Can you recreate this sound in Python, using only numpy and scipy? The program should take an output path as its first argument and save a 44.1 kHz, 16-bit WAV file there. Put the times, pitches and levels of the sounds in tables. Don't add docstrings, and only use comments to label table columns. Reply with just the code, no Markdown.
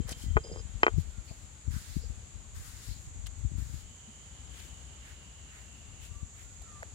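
import sys
import numpy as np
from scipy import signal
from scipy.fft import rfft, irfft, next_fast_len
from scipy.io import wavfile
from scipy.ndimage import uniform_filter1d

SR = 44100
rng = np.random.default_rng(int(sys.argv[2]) if len(sys.argv) > 2 else 0)


def to_linear_factor(level_db):
    exponent = np.asarray(level_db, float) / 20
    return 10 ** exponent


def store_pcm(level_fs):
    pcm = np.round(np.clip(level_fs, -1, 1) * 32767).astype(np.int16)
    wavfile.write(sys.argv[1], SR, np.atleast_2d(pcm).T)


N = 306435

# frequency in Hz, level in dB, 60 dB decay time in s.
ROLLER_MODES = [(3140, -24.5, 0.044), (4969, -24, 0.054), (5900, -27, .015)]


def noise():
    return rng.standard_normal(N)


def level(x, db):
    return x * to_linear_factor(db) / np.sqrt(np.mean(x ** 2))


def colour(x, points):
    hz, db = np.transpose(points)
    size = next_fast_len(N, real=True)
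    f = np.arange(size // 2 + 1) * SR / size + 1
    gain = to_linear_factor(np.interp(np.log(f), np.log(hz), db))
    return irfft(rfft(x, size) * gain, size)[:N]


def band(x, hz, width):
    b, a = signal.iirpeak(hz, hz / width, fs=SR)
    return signal.lfilter(b, a, signal.lfilter(b, a, x))


def ring(x, modes):
    out = 0
    for hz, db, t60 in modes:
        pole = np.exp(2j * np.pi * hz / SR - np.log(1000) / (t60 * SR))
        out = out + to_linear_factor(db) * signal.lfilter([1], [1, -pole], x).imag
    return out


def walk(rate):
    k = int(SR / rate)
    steps = np.repeat(rng.standard_normal(N // k + 1), k)
    return 1.54 * uniform_filter1d(uniform_filter1d(steps, k), k)[:N]


def grit(spread_db):
    return noise() * to_linear_factor(spread_db * np.minimum(rng.exponential(size=N), 5))


def moving(x, hz, width):
    lowpass = signal.butter(2, width / 2, fs=SR, output="sos")
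    slow = signal.sosfilt(lowpass, x * np.exp(2j * np.pi * rng.random(N)))
    carrier = np.exp(2j * np.pi * np.cumsum(hz) / SR)
    return level((slow * carrier).real, 0)


def spell(start, length, attack, release):
    t = np.arange(N) / SR - start
    attack, release = min(attack, length / 2), min(release, length / 2)
    gain = np.clip(np.minimum(t / attack, (length - t) / release), 0, 1)
    return np.sin(gain * np.pi / 2) ** 2, np.clip(t / length, 0, 1)


def add(out, s, x):
    i = int(s * SR)
    x = x[max(-i, 0):N - i]
    out[max(i, 0):max(i, 0) + len(x)] += x


def ports(x, left_db):
    lead = 11
    return np.array([x[0] * to_linear_factor(left_db / 2), np.roll(x[1], lead) * to_linear_factor(-left_db / 2)])


def air():
    # frequency in Hz, level in dB per Hz.
    air_tone = [(20, -54), (40, -10.5), (64, 2), (110, -8), (200, -16), (310, -23), (800, -23),
                (1600, -26.5), (3000, -26), (4500, -29), (5800, -33), (8500, -34), (10300, -32),
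                (11500, -42.5), (15900, -69)]
    shared = colour(noise(), [(300, 2), (1200, -14)])
    own = [colour(noise(), [(60, -6.5), (250, -3.0), (1000, -2)]) for _ in range(2)]
    out = np.array([colour((shared + x) * to_linear_factor(1.0 * walk(2.916)), air_tone) for x in own])
    left_right_db = np.array([[1.5], [-1.5]])
    return level(out, -51) * to_linear_factor(left_right_db)


def birds():
    # start in seconds, length in seconds, start Hz, end Hz, level in dB, overtone in dB at 3/2.
    bird_notes = [
        (0.249, 0.064, 2000, 1984, -65, -40),
        (.66, 0.077, 1550, 1540, -71.5, -34),
        (1.124, 0.082, 1420, 1400, -67, -40),
        (6.105, 0.15, 1160, 1160, -63.5, -30),
        (6.41, 0.131, 1350, 1488, -74, -32),
        (6.631, 0.092, 1335, 1286, -61.5, -34),
        (6.663, .16, 1217, 1184, -57.5, -15),
    ]
    out, waver, hoarse = np.zeros(N), walk(50), to_linear_factor(2.0 * walk(90))
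    for s, length, hz0, hz1, db, over_db in bird_notes:
        u = np.linspace(0, 1, int(length * SR))
        hz = hz0 + (hz1 - hz0) * u + 8 * waver[int(s * SR):][:len(u)]
        phase = 2 * np.pi * np.cumsum(hz) / SR
        whistle = np.sin(phase) + to_linear_factor(over_db) * np.sin(3 * phase / 2)
        add(out, s, to_linear_factor(db) * np.sin(np.pi * u) ** .5 * whistle)
    t = np.arange(8000) / SR
    trees = [to_linear_factor(-36) * rng.standard_normal(len(t)) * np.exp(-t / 0.059) for _ in range(2)]
    return np.array([out * hoarse + signal.fftconvolve(out, tail)[:N] for tail in trees])


def cicadas():
    chorus_hz = (7140, 7060)
    # frequency in Hz, level in dB.
    chorus_overtones = [(12700, -85), (14500, -86)]
    # time in seconds, pitch in Hz, level in dB.
    near_cicada = [
        (3.74, 3150, -82),
        (3.79, 3080, -67.5),
        (4.599, 3026, -66),
        (5.3, 2907, -66.5),
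        (6.05, 2780, -67.5),
        (6.3, 2800, -78),
    ]
    chorus = []
    for hz in chorus_hz:
        blur = level(band(band(grit(.8), hz, 1960), hz, 1960), -56) * to_linear_factor(1.02 * walk(3.37))
        chorus.append(blur + sum(level(band(noise(), top_hz, 800), db) for top_hz, db in chorus_overtones))
    s, hz, db = np.transpose(near_cicada)
    t = np.arange(N) / SR
    loud = to_linear_factor(np.interp(t, s, db, left=-120, right=-120) + 1.2 * walk(20))
    near = [loud * moving(grit(2.09), np.interp(t, s, hz), 300) for _ in range(2)]
    return np.array(chorus) + near


def shed(offset_db):
    # time in seconds, peak level in dB.
    breeze = [(0, -37), (.5, -34.5), (.68, -31), (.85, -48), (1.6, -48), (1.8, -40), (2.1, -29.5),
              (2.25, -51), (2.6, -34), (2.78, -44), (3.1, -39.5), (3.3, -33.5), (3.65, -29), (3.82, -34.5),
              (3.9, -50), (5.75, -57), (5.9, -41), (6.4, -48)]
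    gap_s, scatter_db = .036, 3
    chance = rng.standard_normal((int(N / SR / gap_s), 4)).T
    s = np.clip((np.arange(chance.shape[1]) + .5 + 0.248 * chance[0]) * gap_s, 0, None)
    db = np.interp(s, *np.transpose(breeze)) + offset_db + scatter_db * chance[1]
    swing_hz = 76.5 * np.exp(.15 * chance[2])
    length_ms = 15 * np.exp(0.47 * chance[3])
    return list(zip(s, db, swing_hz, length_ms))


def wind():
    # time in seconds, peak in dB, swing in Hz, length in ms.
    left_eddies = [(0.005, -13, 117, 3.3), (0.056, -22.5, 71.5, 10), (0.12, -26, 145, 2.4),
                   (0.24, -25.5, 111, 3.9), (0.266, -20.5, 80, 4.2), (0.308, -19.5, 72, 49),
                   (0.362, -9.5, 77.6, 8.8), (0.754, -23, 72.6, 11), (0.94, -20, 75, 29),
                   (0.984, -14.5, 133, 20.6), (1.072, -29.5, 60.6, 48), (1.182, -26.5, 73, 15),
                   (1.311, -28.5, 101.5, 6.9), (1.681, -19, 98.6, 14), (1.709, -22.5, 77, 15),
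                   (1.74, -25.5, 104, 16), (1.766, -18.5, 79.5, 4.8), (1.896, -31, 82.5, 24),
                   (1.969, -13, 109, 6.7), (2.36, -32, 82, 26), (2.888, -26, 82.6, 13.3),
                   (2.912, -26, 80, 11.6), (3.449, -16, 91, 17), (3.517, -27.5, 117, 9.9),
                   (3.554, -25, 89.6, 11), (3.585, -22.5, 102, 13.5), (3.742, -25.5, 100.3, 15),
                   (6.116, -29, 74, 15), (6.159, -30, 65.7, 16), (6.23, -26, 92, 9.7)]
    right_eddies = [
        (0.124, -36, 137, 2),
        (0.283, -23, 91, 3),
        (0.408, -32, 115, 14),
        (0.528, -29.5, 154, 13),
        (2.541, -35, 59, 31),
        (2.598, -30, 69, 23),
        (3.073, -29.5, 73, 2),
        (3.138, -38, 69, 29),
        (3.189, -37, 66, 13),
    ]
    out = np.zeros((2, N))
    lee_db = -20
    for port, eddies in zip(out, (left_eddies + shed(0), right_eddies + shed(lee_db))):
        for (s, db, hz, ms), turns in zip(eddies, rng.random((len(eddies), 3))):
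            sigma = max(ms / 1000, .5 / hz) / 2.16
            t = np.arange(-6 * sigma, 6 * sigma, 1 / SR)
            # pitch ratio, width in s, level in dB
            parts = ((.65, 2.1 * sigma, -5), (1.1, 0.82 * sigma, -3), (2.4, .0022, -14))
            for (ratio, width, part_db), turn in zip(parts, turns):
                swing = np.exp(-.5 * (t / width) ** 2) * np.cos(2 * np.pi * (ratio * hz * t + turn))
                add(port, s + t[0], to_linear_factor(db + part_db) * swing)
    return signal.sosfilt(signal.butter(4, 42, "high", fs=SR, output="sos"), out)


def taps():
    # time in seconds, level in dB, frequency in Hz, length in ms.
    fingertips = [
        (2.04, -48, 470, 3.5),
        (4.09, -47, 215, 9),
        (6.62, -53, 750, 2.2),
        (6.8272, -38, 770, 0.95),
        (6.8303, -30, 1750, .4),
        (6.8332, -39.5, 583, 1.66),
    ]
    out = np.zeros(N)
    for s, db, hz, ms in fingertips:
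        t = np.arange(-ms / 250, ms / 250, 1 / SR)
        add(out, s + t[0], to_linear_factor(db) * np.exp(-.5 * (1000 * t / ms) ** 2) * np.sin(2 * np.pi * hz * t))
    return ports([out, out], 2.3)


def strokes():
    # start in seconds, length in seconds, rub level in dB,
    # cupped palm in dB above it, swell over the stroke in dB.
    wipes = [
        (.06, 0.091, -56.5, 7, .1),
        (.16, .13, -63.5, -8, .1),
        (.96, .09, -64, -15, .1),
        (1.23, 0.29, -72, -2.5, .1),
        (1.69, .38, -58.5, -.5, -2.5),
        (2.53, .46, -64, 1.5, 6.5),
        (3.56, .33, -63, 1.5, -4),
    ]
    sweeps = [
        (4.47, 0.28, -63, 6, .1),
        (4.98, .23, -69.5, 13, .1),
        (5.42, .3, -72, 16, 5),
        (5.98, .14, -63, -9, -2.5),
        (6.3, 0.21, -71, 10.5, 2.5),
    ]
    # attack in s, release in s, palm in Hz, palm change in dB, palm glide ratio,
    # rasp in dB at start and at end, rasp in Hz.
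    wipe_rule = (0.03, 0.12, 1470, -8.5, 1.4, -6, 12.5, 4550)
    sweep_rule = (2, 0.7, 1780, -10.5, 1.1, 13, 6.5, 2900)
    crumble_db, crumble_s = -12.5, .16
    rub, shape = np.zeros(N), np.ones((4, N))
    for table, rule in ((wipes, wipe_rule), (sweeps, sweep_rule)):
        attack, release, palm_hz, open_db, glide, rasp0_db, rasp1_db, rasp_hz = rule
        for start, length, db, palm_db, swell_db in table:
            gain, u = spell(start, length, attack, release)
            slip, _ = spell(start + length / 2, length / 2 + crumble_s, attack, crumble_s)
            rub = rub + to_linear_factor(db + swell_db * u) * np.maximum(gain, to_linear_factor(crumble_db) * slip)
            rasp_db = (rasp0_db + (rasp1_db - rasp0_db) * u) * (gain > 0)
            now = [palm_db + open_db * u, palm_hz * glide ** u, rasp_db, rasp_hz + 0 * u]
            shape = np.where(gain + slip > 0, now, shape)
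    return rub, shape


def hand():
    # frequency in Hz, level in dB per Hz.
    rub_tone = [(500, -25), (1500, -3.5), (6000, 2), (8500, 3.5), (11500, 0.5), (13000, -2), (15900, -5.5)]
    # time in seconds, level in dB, length in ms, centre in Hz.
    smacks = [(.092, -33, 3, 6100), (0.11, -38, 8, 7100), (.118, -36, 8, 7200), (.126, -35, 4.96, 3200),
              (3.262, -41, 3, 3200), (3.267, -39, 7.15, 2900), (3.065, -51, 2.97, 5940),
              (3.39, -54, 3, 7600), (4.6, -44, 4, 3200), (6.62, -51, 4, 7400), (6.83, -49, 2.2, 7200),
              (3.266, -43, 5, 1170), (6, -46, 1.52, 2000), (3.267, -40, 4.7, 8000), (0.085, -29, 9.5, 560),
              (0.11, -28.5, 9.8, 600), (1.309, -37, 14.4, 630)]
    squeezes = [
        (1.28, -47, 41, 4550),
        (1.28, -49, 35, 2450),
        (1.735, -42, 45, 1480),
        (2.02, -47, 45, 4900),
        (2.91, -46, 45, 4250),
    ]
    rub, (palm_db, palm_hz, rasp_db, rasp_hz) = strokes()
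    out = []
    for _ in range(2):
        fine = grit(1.1)
        patchy = rub * to_linear_factor(1.3 * walk(25))
        hiss = level(colour(fine, rub_tone), 6.3)
        palm = to_linear_factor(palm_db - 1.0) * moving(grit(0.77), palm_hz, 970)
        rasp = to_linear_factor(rasp_db - 6.5) * moving(grit(1.2), rasp_hz, 1800)
        out.append(patchy * (hiss + palm + rasp))
        for s, db, ms, hz in smacks + squeezes:
            u = np.arange(int(ms * SR / 250)) / (ms * SR / 1000)
            burst = rng.standard_normal(len(u)) * u * np.exp(-2 * u) * 5
            width = hz / (.5 + ms / 10)
            add(out[-1], s - ms / 4000, to_linear_factor(db + 2.5) * band(burst, hz, width))
    return ports(out, 3.5)


def rolling():
    # start in seconds, length in seconds, slab rumble in dB, first and second roller ring in dB.
    turns = [
        (0, .06, -61, -67, -80),
        (0.074, .1, -61, -62, -74),
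        (.18, 0.24, -85, -65, -82),
        (.435, .18, -49, -65, -64),
        (0.627, 0.14, -85, -71, -90),
    ]
    # frequency in Hz, level in dB, 60 dB decay time in s.
    rumble = (474, 0, 0.035)
    edge_s, settle_db_per_s, beading_db = .025, -41, 3.5
    out, grains = 0, grit(1.5)
    for column, mode in enumerate((rumble, ROLLER_MODES[0], (4969, 0, .07))):
        loud = 0
        for start, length, *db in turns:
            gain, progress = spell(start - edge_s / 2, length + edge_s, edge_s, edge_s)
            settle_db = (column == 0) * settle_db_per_s * length * progress
            loud = loud + gain * to_linear_factor(db[column] + settle_db)
        out = out + loud * to_linear_factor(beading_db * walk(70.3)) * level(ring(grains, [mode]), 0)
    return ports([out, out], 2.6)


def knocks():
    # time in seconds, blow in dB, contact in ms, roller ring in dB.
    contacts = [(0.3681, -16.5, 0.6, 9), (0.3729, -20, 0.62, -23), (0.8316, -15, 0.34, -14),
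                (0.8326, -5.5, 0.43, 4.5), (.8660, -10, 0.47, -2.5), (0.8802, -19, 0.59, 10),
                (.447, -50, 1.2, -3), (0.471, -51, 0.83, 0), (0.514, -46, 1.63, -9), (0.539, -47, 0.57, 3),
                (.560, -42.5, 1.04, -8), (0.572, -45, 0.62, 7), (0.595, -49, 0.72, 4)]
    # frequency in Hz, level in dB, 60 dB decay in s.
    slab_modes = [(370, -0.5, 0.04), (441, -3, 0.058), (490, 0.5, 0.022), (660, -0.5, 0.012),
                  (837, -1.5, 0.011), (1257, -5.5, 0.017), (1510, -2, 0.012), (2380, 7.5, 0.0048),
                  (1920, -7, 0.0057)]
    push, ringing = np.zeros(N), np.zeros(N)
    for s, db, ms, ring_db in contacts:
        u = np.arange(-4, 4, 4000 / (ms * SR))
        pulse = to_linear_factor(db) * u * np.exp(-u ** 2 / 2)
        add(push, s, pulse)
        add(ringing, s, to_linear_factor(ring_db) * pulse)
    t = np.arange(2000) / SR
    shared = rng.standard_normal(len(t))
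    body = 0.75 * push + to_linear_factor(-21.5) * ring(push, slab_modes[4:])
    out = []
    for _ in range(2):
        scatter = to_linear_factor(-30) * (shared + .5 * rng.standard_normal(len(t))) * np.exp(-t / .006)
        rattle = signal.fftconvolve(body, scatter)[:N]
        out.append(body + rattle + to_linear_factor(-6.5) * ring(ringing, ROLLER_MODES))
    whole = to_linear_factor(-24) * ring(push, slab_modes[:4])
    both = ports(out, 8) + ports([whole, np.roll(whole, -7)], 4.3)
    return signal.sosfilt(signal.butter(2, 280, "high", fs=SR, output="sos"), both)


def scene():
    return knocks() + rolling() + hand() + taps() + wind() + cicadas() + birds() + air()


def low_pass(x):
    return signal.sosfilt(signal.butter(12, 16020, fs=SR, output="sos"), x)


def record(dry):
    # frequency in Hz, gain in dB.
    right_port = [(300, -2.5), (1500, 4), (5000, 3), (9000, -1), (10500, -4), (11500, -25), (12500, -0.5),
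                  (15000, -4)]
    heard = np.array([dry[0], colour(dry[1], right_port)])
    heard = .85 * np.tanh(heard / .85)
    heard = signal.sosfilt(signal.ellip(8, .2, 60, 15800, fs=SR, output="sos"), heard)
    return low_pass(heard)


dry = scene()
out = record(dry)
store_pcm(out)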